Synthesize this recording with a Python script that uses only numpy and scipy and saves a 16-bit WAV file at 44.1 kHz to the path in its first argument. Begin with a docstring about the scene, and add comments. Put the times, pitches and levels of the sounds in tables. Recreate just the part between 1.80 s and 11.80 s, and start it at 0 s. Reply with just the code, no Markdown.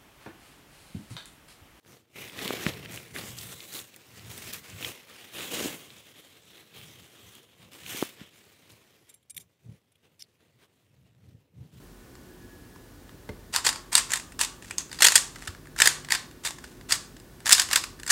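"""A stiff nylon tarp rustles as it is lifted, shaken out and dragged over long grass on a breezy hill.
The sliding weave rasps, wrinkles buckle in tiny ticks, large creases pop and panels snap taut.
Light gusts rumble on the microphone throughout.
Near the end metal pegs touch and ring in the hand, damped by the grip."""
import sys
import numpy as np
from scipy import signal
from scipy.io import wavfile

SR = 44100
rng = np.random.default_rng(int(sys.argv[2]) if len(sys.argv) > 2 else 0)


def unload_wav(signal):
    """Save mono or channel-first audio to the path in sys.argv[1] as 16-bit WAV at rate SR, clipped to [-1, 1]."""
    wavfile.write(
        sys.argv[1],
        SR,
        np.round(np.clip(np.atleast_2d(signal).T, -1, 1) * 32767).astype(np.int16),
    )


N = 441000
TIME = np.arange(N) / SR
BILLOW_HZ, RASP_LOW_HZ, RASP_HIGH_HZ, HISS_HZ = 550, 1500, 3580, 6800   # cloth crossfade corners


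def from_db(db):
    """Decibels to gain."""
    return 10 ** (np.asarray(db) / 20)


def rms_one(x):
    """Scale to unit rms."""
    return x / np.sqrt(np.mean(x ** 2) + 1e-20)


def peak_one(x):
    """Scale to unit peak."""
    return x / np.abs(x).max()


def in_time(rows):
    """Interpolate (seconds, values..) rows to every sample."""
    times_s, *columns = np.transpose(rows)
    return [np.interp(TIME, np.sort(times_s), column) for column in columns]


def at_hz(points, hz):
    """Read a spectrum on a log-frequency axis."""
    points_hz, values = np.transpose(points)
    return np.interp(np.log(hz), np.log(points_hz), values)


def drift(rate_hz):
    """Unit-rms random wander, low-passed at rate_hz."""
    hop, warmup = 40, 2000
    pole = np.exp(-2 * np.pi * rate_hz * hop / SR)
    white = rng.standard_normal(N // hop + warmup + 2)
    slow = signal.lfilter([1], [1, -2 * pole, pole * pole], white)[warmup:]
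    return np.interp(np.arange(N) / hop, np.arange(len(slow)), rms_one(slow))


def band(x, low_hz, high_hz):
    """Butterworth band-pass."""
    top_hz = min(high_hz, .48 * SR)
    edges_hz = [min(low_hz, top_hz / 2 ** (1 / 8)), top_hz]
    return signal.sosfilt(signal.butter(2, edges_hz, "band", fs=SR, output="sos"), x)


def ring(x, hz, t60_s):
    """One mode: a click in, a decaying sine out."""
    radius, angle = np.exp(-np.log(1000) / (t60_s * SR)), 2 * np.pi * hz / SR
    return signal.lfilter([0, np.sin(angle)], [1, -2 * radius * np.cos(angle), radius ** 2], x + 1e-18)


def add(out, start_s, sound):
    """Mix a short sound in at start_s."""
    start = int(start_s * SR)
    out[start:start + len(sound)] += sound[:N - start]


def noise_bands(low_hz, high_hz, count):
    """Adjacent noise bands, neighbours uncorrelated: (centre in Hz, signal) pairs."""
    edges_hz = np.geomspace(low_hz, high_hz, count + 1)
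    white = rng.standard_normal((2, N))
    return [(np.sqrt(low * high), band(white[k % 2], low, high))
            for k, (low, high) in enumerate(zip(edges_hz, edges_hz[1:]))]


def pulling(stir_hiss_db=-4, release_db=-20, lead_share=0.62):
    """Strokes add in power to slack cloth stirring on grass. Returns billow, rasp, hiss in dB."""
    # Slack cloth. Each row: time in seconds, rasp in dB, billow in dB over the rasp.
    stirring = [(0, -77, 1), (.26, -77, 5), (.6, -59.5, 2), (2.1, -60, -3), (4.5, -61, -3.5),
                (5.3, -60.5, -2.5), (5.7, -66, 0.5), (6.55, -61.5, -3.5), (7.31, -68.5, 0.5),
                (7.41, -80, 1.5), (8.3, -77.5, 2), (9.05, -75.5, 2), (9.7, -79.5, 6.5)]
    # Pulls, shakes and drags. Each row: start, attack, hold and release in seconds, rasp in dB,
    # billow and hiss in dB over the rasp.
    strokes = [(0.017, 0.089, 0.039, .11, -58.5, -1, -4), (0.32, .095, .04, .2, -49, -8, -3),
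               (0.355, .005, .11, .22, -49, -2, -7), (0.531, .1, .24, .11, -39.5, -2, -5),
               (0.86, .01, .025, .06, -42, 1, -9), (0.92, .03, 0.2, .35, -51.5, -2, -7.5),
               (1.1, 0.02, 0.038, .15, -53, -2, 4.5), (1.326, 0.044, 0.024, .2, -42, -3, -2.5),
               (1.446, 0.017, 0.028, .15, -48, -6, 2), (1.562, 0.016, 0.034, .15, -49, -6.5, 3.5),
               (1.623, 0.045, 0.28, .2, -54, -5, 2), (1.92, 0.032, 0.039, .08, -47.5, -5, 5),
               (2.215, 0.26, .1, .3, -54, -6, -3), (2.478, 0.037, 0.12, .15, -53, -6, 2),
               (2.606, 0.033, 0.052, .1, -45.5, -9, -0.5), (2.721, .015, 0.0075, .07, -42.5, -12, 2),
               (2.824, 0.021, 0.18, .2, -50.5, -7, -4), (2.969, 0.069, 0.024, .14, -40.5, -6, -2),
               (3.245, 0.069, 0.13, .2, -53.5, -8, -5), (3.503, 0.088, 0.084, .3, -43, -4, -2),
               (3.676, 0.059, .13, .18, -39, -1, 0), (4.033, 0.053, 0.27, .3, -60, -3.5, -1.5),
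               (4.724, 0.044, 0.046, .12, -57.5, -3, -4), (4.92, 0.052, 0.095, .3, -54, -5.5, -2),
               (5.337, 0.14, 0.099, .06, -59.5, -4.5, -2), (5.776, 0.035, 0.028, .08, -59.5, -0.5, -6.5),
               (5.906, 0.014, 0.1, .1, -56.5, -4, -2), (6.028, 0.093, 0.1, .1, -41.5, -8, 0),
               (6.343, 0.056, 0.033, .15, -56.5, -3.5, -9), (6.887, .014, 0.015, .08, -60.5, 1.5, 2),
               (7.543, 0.03, .03, .08, -69.5, 4, 0), (7.819, 0.037, .09, .1, -72, 5, -2),
               (8.224, 0.019, .015, .06, -70, 0.5, -10), (8.586, 0.026, .03, .12, -73.5, 3, -8),
               (8.766, 0.057, 0.025, .06, -65.5, -4, -7), (9.32, 0.15, .05, .15, -75.5, 5.5, -4),
               (9.71, 0.081, 0.056, .2, -73, 7, -3), (9.915, 0.037, 0.037, .1, -64, -1, -3)]
    stir_db, stir_billow_db = in_time(stirring)
    power = from_db([stir_db + stir_billow_db, stir_db, stir_db + stir_hiss_db]) ** 2
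    for start_s, attack_s, hold_s, release_s, rasp_db, billow_db, hiss_db in strokes:
        lead_in_s = max(start_s - attack_s, 0)
        span_s = 2 * attack_s + hold_s + 2 * release_s
        since_crest_s = TIME[:int(span_s * SR)] + lead_in_s - start_s - attack_s
        swell = np.exp(-(np.minimum(since_crest_s, 0) / (lead_share * attack_s)) ** 2)
        fade = from_db(release_db * np.maximum(since_crest_s - hold_s, 0) / release_s)
        for part, part_db in zip(power, (billow_db, 0, hiss_db)):
            add(part, lead_in_s, (from_db(rasp_db + part_db) * swell * fade) ** 2)
    return 10 * np.log10(power)


def faltering(levels_db, common_db=1.0, own_db=.6, rate_hz=14):
    """The cloth sticks and gives, as a whole and in its parts."""
    together_db = common_db * drift(rate_hz)
    return [part_db + together_db + own_db * drift(rate_hz) for part_db in levels_db]


def cloth_db(levels_db, hz):
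    """Cloth level at one frequency: billow in the bass, fold rasp in the middle, weave hiss on top."""
    # Cloth colour. Each row: frequency in Hz, relative spectral density in dB.
    colour = [(130, -4), (220, 2), (320, 2.5), (480, 1), (660, -5), (880, -8.5), (1150, -7.5), (1480, -9.5),
              (2000, -5.5), (3300, -6.5), (4700, -11.5), (6800, -9.5), (11000, -13), (15000, -13)]
    billow_db, rasp_db, hiss_db = levels_db
    low = at_hz([(BILLOW_HZ, 1), (RASP_LOW_HZ, 0)], hz)
    high = at_hz([(RASP_HIGH_HZ, 0), (HISS_HZ, 1)], hz)
    return low * billow_db + (1 - low - high) * rasp_db + high * hiss_db + at_hz(colour, hz)


def sliding(levels_db, gain_db=14.0, catch_db=1.46, catch_hz=55, patchy_db=1.74, patchy_hz=7):
    """The weave rubs on itself and on grass, catching in all bands at once; shifting folds recolour it."""
    # Resonant pocket between folds. Each row: time in seconds, centre in Hz, strength in dB.
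    pocket = [(0.1, 2600, -9), (0.38, 2360, 8), (0.7, 2250, 0.5), (1.33, 2100, 5.5), (1.48, 2900, -2.5),
              (1.62, 3780, 8.5), (1.97, 3870, 13), (2.15, 3300, -2), (2.93, 2500, -.5), (3.06, 2700, 10),
              (3.25, 2670, -1), (3.6, 3130, 5.5), (3.85, 3080, 3), (4.7, 3650, 5.5), (6.15, 2880, 5),
              (6.7, 2706, 0), (9.9, 2703, -1)]
    pocket_hz, pocket_db = in_time(pocket)
    width_octaves = 0.335 * from_db(-0.74 * pocket_db)   # stronger is narrower
    catching_db = catch_db * drift(catch_hz)
    out = 0
    for hz, noise in noise_bands(150, 17000, count=44):
        band_db = cloth_db(levels_db, hz) + catching_db + patchy_db * drift(patchy_hz)
        if RASP_LOW_HZ / 2 < hz < HISS_HZ:
            offset = np.log2(hz / pocket_hz) / width_octaves
            peak = np.exp(-offset ** 2 / 2)
            broad_dip = 0.285 * np.exp(-offset ** 2 / 50)
            band_db = band_db + pocket_db * (peak - broad_dip)
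        out = out + noise * from_db(band_db)
    return from_db(gain_db) * out


def crinkling(levels_db, gain_db=7.5, per_s=640, size_db=4.0, clump_db=3.0, colour_db=6.0, decay_s=0.00056):
    """Tiny wrinkles buckle in clumps, a few large and many small, each with its own colour."""
    chance = per_s * from_db(clump_db * drift(rate_hz=18)) / SR
    onsets = np.flatnonzero(rng.random(N) < chance)
    sizes = from_db(size_db * np.minimum(rng.exponential(1, len(onsets)), 3.4))
    out = 0
    for hz, noise in noise_bands(250, 17000, count=12):
        buckles = np.full(N, 1e-18)
        buckles[onsets] = sizes * from_db(colour_db * rng.standard_normal(len(onsets)))
        bursts = rms_one(signal.lfilter([1], [1, -np.exp(-1 / (decay_s * SR))], buckles))
        out = out + noise * bursts * from_db(cloth_db(levels_db, hz))
    return from_db(gain_db) * out


def airflow(billow_db, breeze_db=-79, draught_db=-68, follow_share=.6):
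    """Wind amplitude: steady breeze, the cloth's draught and bell-shaped gusts add in power."""
    # Gusts. Each row: crest time in seconds, level in dB, half length in seconds.
    gusts = [(0.11, -62, .06), (0.45, -57, .08), (0.72, -51.5, 0.18), (0.884, -39.5, 0.033),
             (1.03, -45, 0.14), (1.514, -46.5, 0.23), (1.99, -57, .06), (2.46, -50.5, .13),
             (2.7, -53, 0.13), (2.951, -46, .055), (3.05, -52, .06), (3.58, -56, .06), (3.87, -54, .08),
             (4.12, -64, .12), (5.06, -54.5, 0.12), (5.212, -53, 0.037), (5.468, -57.5, 0.057),
             (5.84, -57, 0.057), (6.102, -51, 0.074), (6.937, -61, .04), (7.606, -61, 0.07),
             (7.9, -44.5, 0.042), (8.72, -67, .08), (9.25, -60.5, 0.16), (9.51, -52.5, 0.099),
             (9.812, -46, 0.062), (9.975, -47, .05)]
    draught = from_db(draught_db + follow_share * (billow_db - billow_db.mean()))
    power = from_db(breeze_db) ** 2 + draught ** 2
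    for crest_s, level_db, half_s in gusts:
        bell = np.exp(-np.minimum(((TIME - crest_s) / half_s) ** 2, 20))
        power = power + (from_db(level_db) * bell) ** 2
    return np.sqrt(power)


def wind(billow_db, gain_db=-0.45, lump_db=1.5, lump_hz=18):
    """Eddies buffet the microphone port in low, uneven lumps."""
    # Rumble at the port. Each row: frequency in Hz, relative spectral density in dB.
    spectrum = [(25, -33), (42, -20), (65, -8), (95, 0.5), (130, 1), (175, -6), (260, -20.5), (400, -30.5)]
    rumble = sum(noise * from_db(at_hz(spectrum, hz)) for hz, noise in noise_bands(22, 450, count=10))
    lumps = from_db(lump_db * drift(lump_hz))
    return from_db(gain_db) * airflow(billow_db) * rms_one(rumble * lumps)


def creases(body_gain_db=-2.2, edge_gain_db=3, pop_s=.0008, settle_s=0.0035, settle_db=-14, spread=1.32):
    """A large crease flips with a sharp tick, and the cloth around it settles."""
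    # Each row: start in seconds, body level in dB, pitch in Hz, treble edge level in dB.
    pops = [(0.4975, -29, 2640, -52), (0.5904, -21.5, 2280, -42), (0.6484, -21, 2890, -34.5),
            (0.678, -16.5, 3250, -26), (1.059, -26.5, 2400, -52), (1.1748, -27.5, 2540, -48.5),
            (1.3622, -21, 2030, -43), (1.5864, -22.5, 5500, -38), (1.6126, -31, 3570, -42),
            (1.805, -26.5, 3050, -50), (1.952, -25.5, 3600, -39), (1.9907, -25, 3600, -40.5),
            (2.143, -38, 3170, -45), (2.1624, -46, 2200, -37), (2.5144, -31.5, 3340, -34),
            (2.5782, -33, 5200, -27.5), (2.6739, -30, 3110, -38), (2.7355, -27, 4040, -28),
            (3.0265, -22, 2760, -39.5), (3.0468, -15.5, 2600, -38), (4.1037, -34, 2993, -66),
            (4.78, -39, 2910, -58), (5.0136, -33, 2850, -56), (5.552, -39, 3410, -40),
            (6.0634, -25.5, 2820, -47.5), (6.9043, -40, 4080, -57)]
    out, t = np.zeros(N), TIME[:SR // 25]
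    envelope = np.exp(-t / pop_s) + from_db(settle_db) * np.exp(-t / settle_s)
    for start_s, body_db, hz, edge_db in pops:
        burst = rng.standard_normal(len(t)) * envelope
        body = from_db(body_db + body_gain_db) * peak_one(band(burst, hz / spread, hz * spread))
        edge = from_db(edge_db + edge_gain_db) * peak_one(band(burst, 7000, 16000))
        add(out, start_s, body + edge)
    return out


def snaps(gain_db=-1, rise_cycles=0.28, t60_cycles=4.32, crack_db=-15, crack_s=0.0029):
    """A panel jerks taut and pushes out a heavily damped air pulse with a crack on its front."""
    # Each row: start in seconds, level in dB, pitch in Hz.
    panels = [(0.7055, -20, 407), (0.7065, -19, 1165), (0.737, -22.5, 419), (0.8635, -16, 203),
              (0.8655, -10.5, 2120), (0.874, -30, 132), (3.0478, -18.5, 2570), (3.733, -29, 402),
              (3.794, -28, 430), (3.810, -23.5, 430), (3.846, -27, 304), (3.857, -20.5, 304),
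              (6.146, -31, 298), (6.225, -14, 350), (6.226, -19, 1150), (6.413, -34.5, 204)]
    out, t = np.zeros(N), TIME[:SR // 20]
    for start_s, level_db, hz in panels:
        jerk = np.sin(np.pi * np.minimum(t * hz / rise_cycles, 1)) ** 2
        push = band(ring(jerk, hz, t60_cycles / hz), hz / 2, 8000)
        crack = band(rng.standard_normal(len(t)), 900, 5000) * np.exp(-t / crack_s)
        snap = peak_one(push) + from_db(crack_db) * peak_one(crack)
        add(out, start_s, from_db(level_db + gain_db) * snap)
    return out


def pegs(scrape_db=-7, knock_t60_s=0.00362, vary_db=2, mistune=0.0067, lowest_hz=2150):
    """Each touch is a short gritty scrape that rings the pegs; a tight fist cuts the ringing short."""
    # Each row: start in seconds, peak in dB, contact time in seconds, knock pitch in Hz,
    # knock level in dB over the ringing, looseness of grip from 0 to 1.
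    touches = [(7.289, -43, 0.011, 8530, -7, 0.5), (7.339, -42.5, 0.0064, 10260, 4, 1),
               (7.425, -59, .0069, 3500, -1, .3), (7.497, -37, .003, 9000, -.5, .45),
               (7.501, -32, 0.0078, 9150, 10.5, 0.9), (7.544, -43, 0.0048, 13300, -5, .27),
               (7.564, -29, 0.0053, 13400, -3, 0.4), (7.5766, -25, 0.0022, 3930, -8.5, .2),
               (7.594, -41.5, 0.018, 7200, -10, .36), (8.118, -58, .006, 10000, -3, .2),
               (8.153, -55, .0054, 3060, 7, .27), (8.392, -42, 0.006, 5370, -2, .3),
               (8.399, -40.5, 0.013, 5500, 7, .08), (8.4211, -31.5, 0.0026, 5430, 8, 0.3),
               (8.431, -52.5, .0121, 4500, 10.5, 0.1)]
    # Each row: frequency in Hz, relative level in dB, t60 in seconds at the loosest grip.
    modes = [(2370, -1, .05), (3200, -17, 0.044), (3750, -2, 0.053), (5950, -14, 0.16), (7570, -2.5, 0.13),
             (8840, -2.5, 0.073), (9160, -2.5, 0.083), (10230, -0.5, 0.12), (11090, -2, .07),
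             (12100, 0.5, 0.042), (13300, -6.5, .03), (13970, -12, 0.022)]
    out, t = np.zeros(N), TIME[:SR // 6]
    for start_s, peak_db, contact_s, knock_hz, knock_db, looseness in touches:
        pressure = t / contact_s * np.exp(-(t / contact_s) ** 2)
        grit = rng.standard_normal(len(t)) * np.sqrt(rng.exponential(1, len(t)))
        scrape = grit * pressure
        ringing = 0
        for hz, mode_db, t60_s in modes:
            peg_hz = hz * (1 + mistune * rng.standard_normal())   # no two pegs are alike
            mode = rms_one(ring(scrape, peg_hz, t60_s * looseness))
            ringing = ringing + mode * from_db(mode_db + vary_db * rng.standard_normal())
        knock = from_db(knock_db) * rms_one(ring(scrape, knock_hz, knock_t60_s))
        clink = rms_one(ringing) + knock + from_db(scrape_db) * rms_one(scrape)
        for _ in range(2):   # thin rods radiate no bass
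            clink = band(clink, lowest_hz, SR / 2)
        add(out, start_s, from_db(peak_db) * peak_one(clink))
    return out


def scene():
    """Tarp, pegs and wind in open air: mono, dry."""
    levels_db = faltering(pulling())
    tarp = sliding(levels_db) + crinkling(levels_db) + creases() + snaps()
    return (tarp + pegs() + wind(billow_db=levels_db[0]))[None]


def record(dry):
    """A wind filter takes off the deep bass; the top is cut steeply."""
    low_cut_hz, high_cut_hz = 64.5, 15600
    thinned = signal.sosfilt(signal.butter(2, low_cut_hz, "high", fs=SR, output="sos"), dry)
    return signal.sosfilt(signal.ellip(10, .2, 80, high_cut_hz, fs=SR, output="sos"), thinned)


dry = scene()
out = record(dry)
unload_wav(out)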